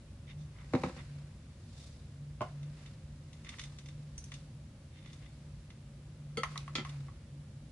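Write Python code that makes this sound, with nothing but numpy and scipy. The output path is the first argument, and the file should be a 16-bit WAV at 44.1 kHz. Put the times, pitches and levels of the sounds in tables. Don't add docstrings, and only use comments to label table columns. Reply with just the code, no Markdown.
import sys
import numpy as np
from scipy import signal
from scipy.fft import rfft, irfft, next_fast_len
from scipy.io import wavfile
from scipy.ndimage import map_coordinates

SR = 44100
rng = np.random.default_rng(int(sys.argv[2]) if len(sys.argv) > 2 else 0)


def generate_wav(signal):
    frames = np.transpose(np.atleast_2d(signal))
    scaled = np.clip(frames, -1, 1) * 32767
    pcm = np.round(scaled).astype(np.int16)
    wavfile.write(sys.argv[1], SR, pcm)


N = 340011
TIME = np.arange(N) / SR

# f/Hz, width/Hz, level/dB
HANDLE_RESONANCES = [(1116, 250, -4.5), (2045, 213, 3.5), (2830, 620, -2), (3603, 144, 6.5),
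                     (4300, 490, -5.5), (5270, 460, -3.5), (6200, 440, -2), (9000, 1600, -13.5)]


def from_db(db):
    return 10 ** (np.asarray(db) / 20)


def rms_one(x):
    return x / np.sqrt(np.mean(x ** 2) + 1e-20)


def in_time(rows):
    s, *columns = np.transpose(rows)
    return [np.interp(TIME, s, c) for c in columns]


def cut(x, hz, kind, order=2):
    sos = signal.butter(order, min(hz, SR / 2 - 100), kind, fs=SR, output="sos")
    return signal.sosfilt(sos, x)


def drift(rate):
    coarse = TIME[::24]
    points = rng.standard_normal(len(coarse))
    curve = map_coordinates(points, [coarse * rate], order=3, mode="wrap")
    return np.interp(TIME, coarse, curve)


def two_port_noise(size):
    mid, side = rng.standard_normal((2, size))
    side = cut(side, 1800, "high", order=1)
    side = cut(side, 230, "high")
    return mid + side * np.array([[1], [-1]])


def coloured(x, spectrum):
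    hz, db = np.transpose(spectrum)
    size = next_fast_len(N)
    bins = np.maximum(np.arange(size // 2 + 1) * SR / size, 1)
    gain = from_db(np.interp(np.log(bins), np.log(hz), db))
    return rms_one(irfft(rfft(x, size) * gain, size)[:, :N])


def resonate(x, resonances):
    out = 0
    for k, (hz, width, db) in enumerate(resonances):
        r = np.exp(-np.pi * width / SR)
        poles = [1, -2 * r * np.cos(2 * np.pi * hz / SR), r * r]
        gain = (-1) ** k * from_db(db) * (1 - r * r) / 2
        out = out + gain * signal.lfilter([1, 0, -1], poles, x)
    return out


def reflections(t, t60):
    fade = from_db(-60 * t / t60)
    onset = 1 - np.exp(-t / .001)
    return rms_one(two_port_noise(len(t)) * fade * onset) / np.sqrt(len(t))


def contact(size, smear_s):
    w = 2j * np.pi * np.arange(size // 2 + 1) * SR / size
    spread = 1
    for lag in smear_s * rng.uniform(.85, 1.15, 4) / np.sqrt(3) ** np.arange(4):
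        spread = spread * (np.exp(-w * lag) - .6) / (1 - .6 * np.exp(-w * lag))
    port_lag = np.array([[0], [rng.uniform(.00004, 0.00011)]])
    click = irfft(spread * np.exp(-w * port_lag), size)
    return click * (np.arange(size) < size // 2)


def strike(hits, body, level_db, smear_s, near_db, near_t60, bright_hz, pan_db):
    room_db, room_t60_s = -3.5, 0.25
    out = np.zeros((2, N + SR))
    t = np.arange(12000) / SR
    for s, db, bright_db in hits:
        near = from_db(near_db) * reflections(t, near_t60)
        room = from_db(room_db) * reflections(t, room_t60_s)
        sound = resonate(contact(len(t), smear_s) + near + room, body)
        dull = cut(sound, bright_hz, "low", order=1)
        sound = dull + from_db(bright_db) * (sound - dull)
        at = round(s * SR)
        out[:, at:at + len(t)] += from_db(db + level_db) * rms_one(sound)
    return out[:, :N] * from_db(np.array([[pan_db], [-pan_db]]) / 2)


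def fan():
    # t/s, level before flutter/dB
    hum_level = [(0.08, -71), (0.39, -44.5), (0.58, -60.5), (0.76, -42.5), (0.95, -61), (1.13, -46),
                 (1.4, -61.5), (2.68, -46.5), (3.47, -60.5), (3.62, -52.5), (4.2, -51), (4.7, -56),
                 (5.85, -55.5), (6.5, -45), (7.02, -43.5), (7.21, -59.5), (7.58, -47), (7.71, -61)]
    # f/Hz, level/dB
    air_spectrum = [(25, -30.5), (55, -2.5), (118, -5.5), (150, -8), (180, -13.5), (220, -13), (270, -19),
                    (360, -24.5), (420, -31), (550, -24.5), (690, -33.5), (1000, -36), (4500, -42.5),
                    (11000, -49)]
    hum_hz, waver_hz = 145, 3.4
    flutter_db, flutters_per_s, air_db = 2.8, 9, -51
    level_db, = in_time(hum_level)
    phase = 2 * np.pi * np.cumsum(hum_hz + waver_hz * drift(14)) / SR
    loudness = from_db(level_db + flutter_db * drift(flutters_per_s))
    hum = loudness * rms_one(np.sin(phase))
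    return hum + from_db(air_db) * coloured(two_port_noise(N), air_spectrum)


def scuffs(grain_db=3.5, slips_per_s=220):
    # middle t/s, half length/s, level before the swell/dB, top f/Hz
    drags = [(0.304, 0.055, -56.5, 2800), (0.414, 0.055, -65.5, 8000), (0.604, 0.09, -61.5, 1000),
             (0.997, 0.046, -55.5, 1700), (1.827, 0.12, -64, 7000), (2.808, 0.065, -68, 1690),
             (3.474, 0.029, -53, 2100), (3.538, 0.034, -54, 1690), (4.976, 0.085, -63.5, 3040),
             (5.082, 0.1, -63.5, 3100), (5.253, 0.075, -62, 2180)]
    out = np.zeros((2, N))
    slips = from_db(grain_db * drift(slips_per_s))
    half = 8192
    for s, half_length_s, db, hz in drags:
        span = slice(round(s * SR) - half, round(s * SR) + half)
        friction = resonate(slips[span] * two_port_noise(2 * half), HANDLE_RESONANCES)
        band = cut(cut(friction, hz, "low"), hz / 2, "high")
        swell = np.cos(np.pi / 2 * np.clip((TIME[span] - s) / half_length_s, -1, 1)) ** 2
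        out[:, span] += from_db(db) * swell * rms_one(band)
    return out


def rubbing(grain_db=2.0, grains_per_s=130):
    # peak t/s, rise/s, fall/s, scrape level/dB, swish over scrape/dB
    strokes = [(0.83, 0.14, 0.25, -57.5, -0.5), (1.83, 0.12, 0.15, -72.5, 12.5),
               (2.45, 0.017, 0.2, -64.5, -3), (2.82, 0.081, 0.14, -68, 2), (3.57, 0.17, 0.29, -66, 3.5),
               (4.36, 0.16, 0.1, -72.5, 7), (5.15, 0.12, 0.4, -72.5, 4), (6.53, 0.056, 0.09, -58.5, -1),
               (6.9, 0.18, 0.18, -61.5, -2)]
    # f/Hz, level/dB
    scrape_spectrum = [(500, -2), (1200, -2), (1550, -2), (2120, -2.5), (2900, -7), (5000, -66)]
    # f/Hz, level/dB
    swish_spectrum = [(1800, -20), (3000, -12), (3650, -3), (4600, -2.5), (5500, -4.5), (6200, -8),
                      (7200, -7.5), (10500, -15.5)]
    edge_db = -9
    scrape, swish = 0, 0
    for s, rise_s, fall_s, db, swish_db in strokes:
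        away = np.maximum((s - TIME) / rise_s, (TIME - s) / fall_s)
        swell = from_db(db + edge_db * np.minimum(away, 10))
        scrape = scrape + swell
        swish = swish + swell * from_db(swish_db)
    friction = from_db(grain_db * drift(grains_per_s)) * two_port_noise(N)
    return scrape * coloured(friction, scrape_spectrum) + swish * coloured(friction, swish_spectrum)


def palettes():
    # t/s, relative level/dB, treble gain/dB
    thud_hits = [(0.735, -20, -0.5), (0.75, -22.5, 2.5), (0.835, -25.5, 7), (0.862, -35, 5),
                 (0.894, -44.5, 20), (0.964, -42.5, -18)]
    # t/s, relative level/dB, treble gain/dB
    knock_hits = [(2.407, -24, -18), (2.416, -30, 4.5)]
    # f/Hz, width/Hz, level/dB
    table_top = [(70.5, 31, -4), (138, 29, 5.5), (182, 22, 6), (252, 23.6, 7.5), (343, 20, 5.5),
                 (507, 54, 1), (598, 19, -13), (762, 23, -5.5), (1050, 410, -12.5), (1317, 79, -9.5),
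                 (1970, 610, -22), (2640, 550, -24), (3790, 350, -27), (6450, 3000, -41.5)]
    # f/Hz, width/Hz, level/dB
    palette_body = [(114, 33, 1), (250, 65, -3), (340, 91, -6), (633, 48, 4.5), (717, 32, 2.5),
                    (804, 110, -5.5), (1036, 76, 0.5), (1143, 85, -3), (1435, 110, -8), (2140, 210, -17),
                    (2930, 300, -17), (5340, 2500, -31.5)]
    thuds = strike(thud_hits, table_top, level_db=-16.5, smear_s=.0009,
                   near_db=-0.5, near_t60=.11, bright_hz=1500, pan_db=-0.3)
    knocks = strike(knock_hits, palette_body, level_db=-20.0, smear_s=0.00055,
                    near_db=0.5, near_t60=0.13, bright_hz=1790, pan_db=-1.0)
    return cut(thuds, 55, "high") + cut(knocks, 89, "high")


def brushes():
    # t/s, relative level/dB, treble gain/dB
    tick_hits = [(2.629, -52, 1), (2.8593, -47.5, -14), (3.3298, -49.5, 11), (3.4451, -47, -5),
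                 (3.4898, -36.5, -1), (3.5834, -42.5, -11), (3.5932, -35, -3), (3.6132, -42, 10),
                 (3.636, -40, 10), (3.7851, -44.5, 16), (3.8581, -48, 12), (3.8848, -46, 0),
                 (4.3171, -40, -13), (4.3385, -41.5, 14), (5.058, -49.5, -16), (5.1297, -48, 12),
                 (5.702, -49, -23), (6.8922, -44.5, -3)]
    # t/s, relative level/dB, treble gain/dB
    clink_hits = [(4.1784, -38, -6), (4.1865, -53, -6), (4.2398, -43.5, -2)]
    # f/Hz, width/Hz, level/dB
    ferrule_body = [(2600, 3400, -11), (5900, 280, 9), (6460, 650, 1), (8900, 310, 2), (10100, 1000, -9)]
    ticks = strike(tick_hits, HANDLE_RESONANCES, level_db=-21.5, smear_s=.0013,
                   near_db=-2, near_t60=.09, bright_hz=2500, pan_db=-0.7)
    clinks = strike(clink_hits, ferrule_body, level_db=-21.5, smear_s=0.001,
                    near_db=-2, near_t60=.09, bright_hz=7000, pan_db=-1.5)
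    return cut(ticks, 810, "high") + cut(clinks, 1500, "high")


def plastic_case():
    # t/s, relative level/dB, treble gain/dB
    clack_hits = [(6.371, -28.5, 3), (6.376, -29.5, -14)]
    # t/s, relative level/dB, treble gain/dB
    tap_hits = [(6.433, -16.5, 4.5), (6.557, -28, 1), (6.678, -31.5, 2.5), (6.849, -30, 20),
                (7.083, -40.5, -14)]
    # t/s, relative level/dB, treble gain/dB
    snap_hits = [(6.4345, -30, -2), (6.5765, -28, 3), (6.893, -47, -3)]
    # t/s, relative level/dB, treble gain/dB
    lid_hits = [(6.752, -23, 7.5), (6.781, -29, -19), (6.792, -33.5, -24.5)]
    # f/Hz, width/Hz, level/dB
    shell = [(223, 75, 0.5), (477, 44, 6.5), (547, 42, -1), (763, 37, -6.5), (1064, 52, -9), (1310, 19, 8),
             (2090, 88, 0.5), (2810, 70, -8), (3110, 91, -4), (3380, 130, -4), (4200, 150, -10.5),
             (4610, 200, -7), (6380, 170, -12.5), (9050, 3800, -25.5)]
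    # f/Hz, width/Hz, level/dB
    hollow = [(705, 290, -5), (1102, 86, 8.5), (1290, 110, 3.5), (1980, 210, -1.5), (3180, 680, -14),
              (4650, 290, -19), (6100, 350, -18.5), (10200, 900, -29)]
    # f/Hz, width/Hz, level/dB
    catch = [(2330, 490, 6.5), (4100, 1100, 3.5), (6200, 1400, -2.5), (10800, 2200, -14)]
    # f/Hz, width/Hz, level/dB
    lid_body = [(229, 43, 8), (377, 33, 2), (498, 49, -2), (855, 200, -5), (1110, 170, -4), (1348, 41, 4),
                (1780, 120, -5.5), (2035, 79, 1.5), (2470, 220, -2.5), (3190, 146, 1), (3430, 360, -2.5),
                (4460, 860, -7.5), (5550, 800, -11.5), (6860, 500, -13), (8200, 2400, -26.5)]
    clacks = strike(clack_hits, shell, level_db=-19.0, smear_s=0.00063,
                    near_db=3.5, near_t60=0.14, bright_hz=2180, pan_db=0.2)
    taps = strike(tap_hits, hollow, level_db=-27.5, smear_s=0.00038,
                  near_db=0.5, near_t60=0.085, bright_hz=2200, pan_db=-0.5)
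    snaps = strike(snap_hits, catch, level_db=-26.5, smear_s=0.00031,
                   near_db=4, near_t60=0.014, bright_hz=4000, pan_db=-0.5)
    lid = strike(lid_hits, lid_body, level_db=-21.5, smear_s=0.0007,
                 near_db=6, near_t60=0.15, bright_hz=2200, pan_db=-1.0)
    return cut(clacks + lid, 120, "high") + cut(taps, 450, "high") + cut(snaps, 1700, "high")


def scene():
    return fan() + scuffs() + rubbing() + palettes() + brushes() + plastic_case()


def record(dry):
    steep = signal.ellip(10, .1, 70, 11100, fs=SR, output="sos")
    return signal.sosfilt(steep, dry)


dry = scene()
out = record(dry)
generate_wav(out)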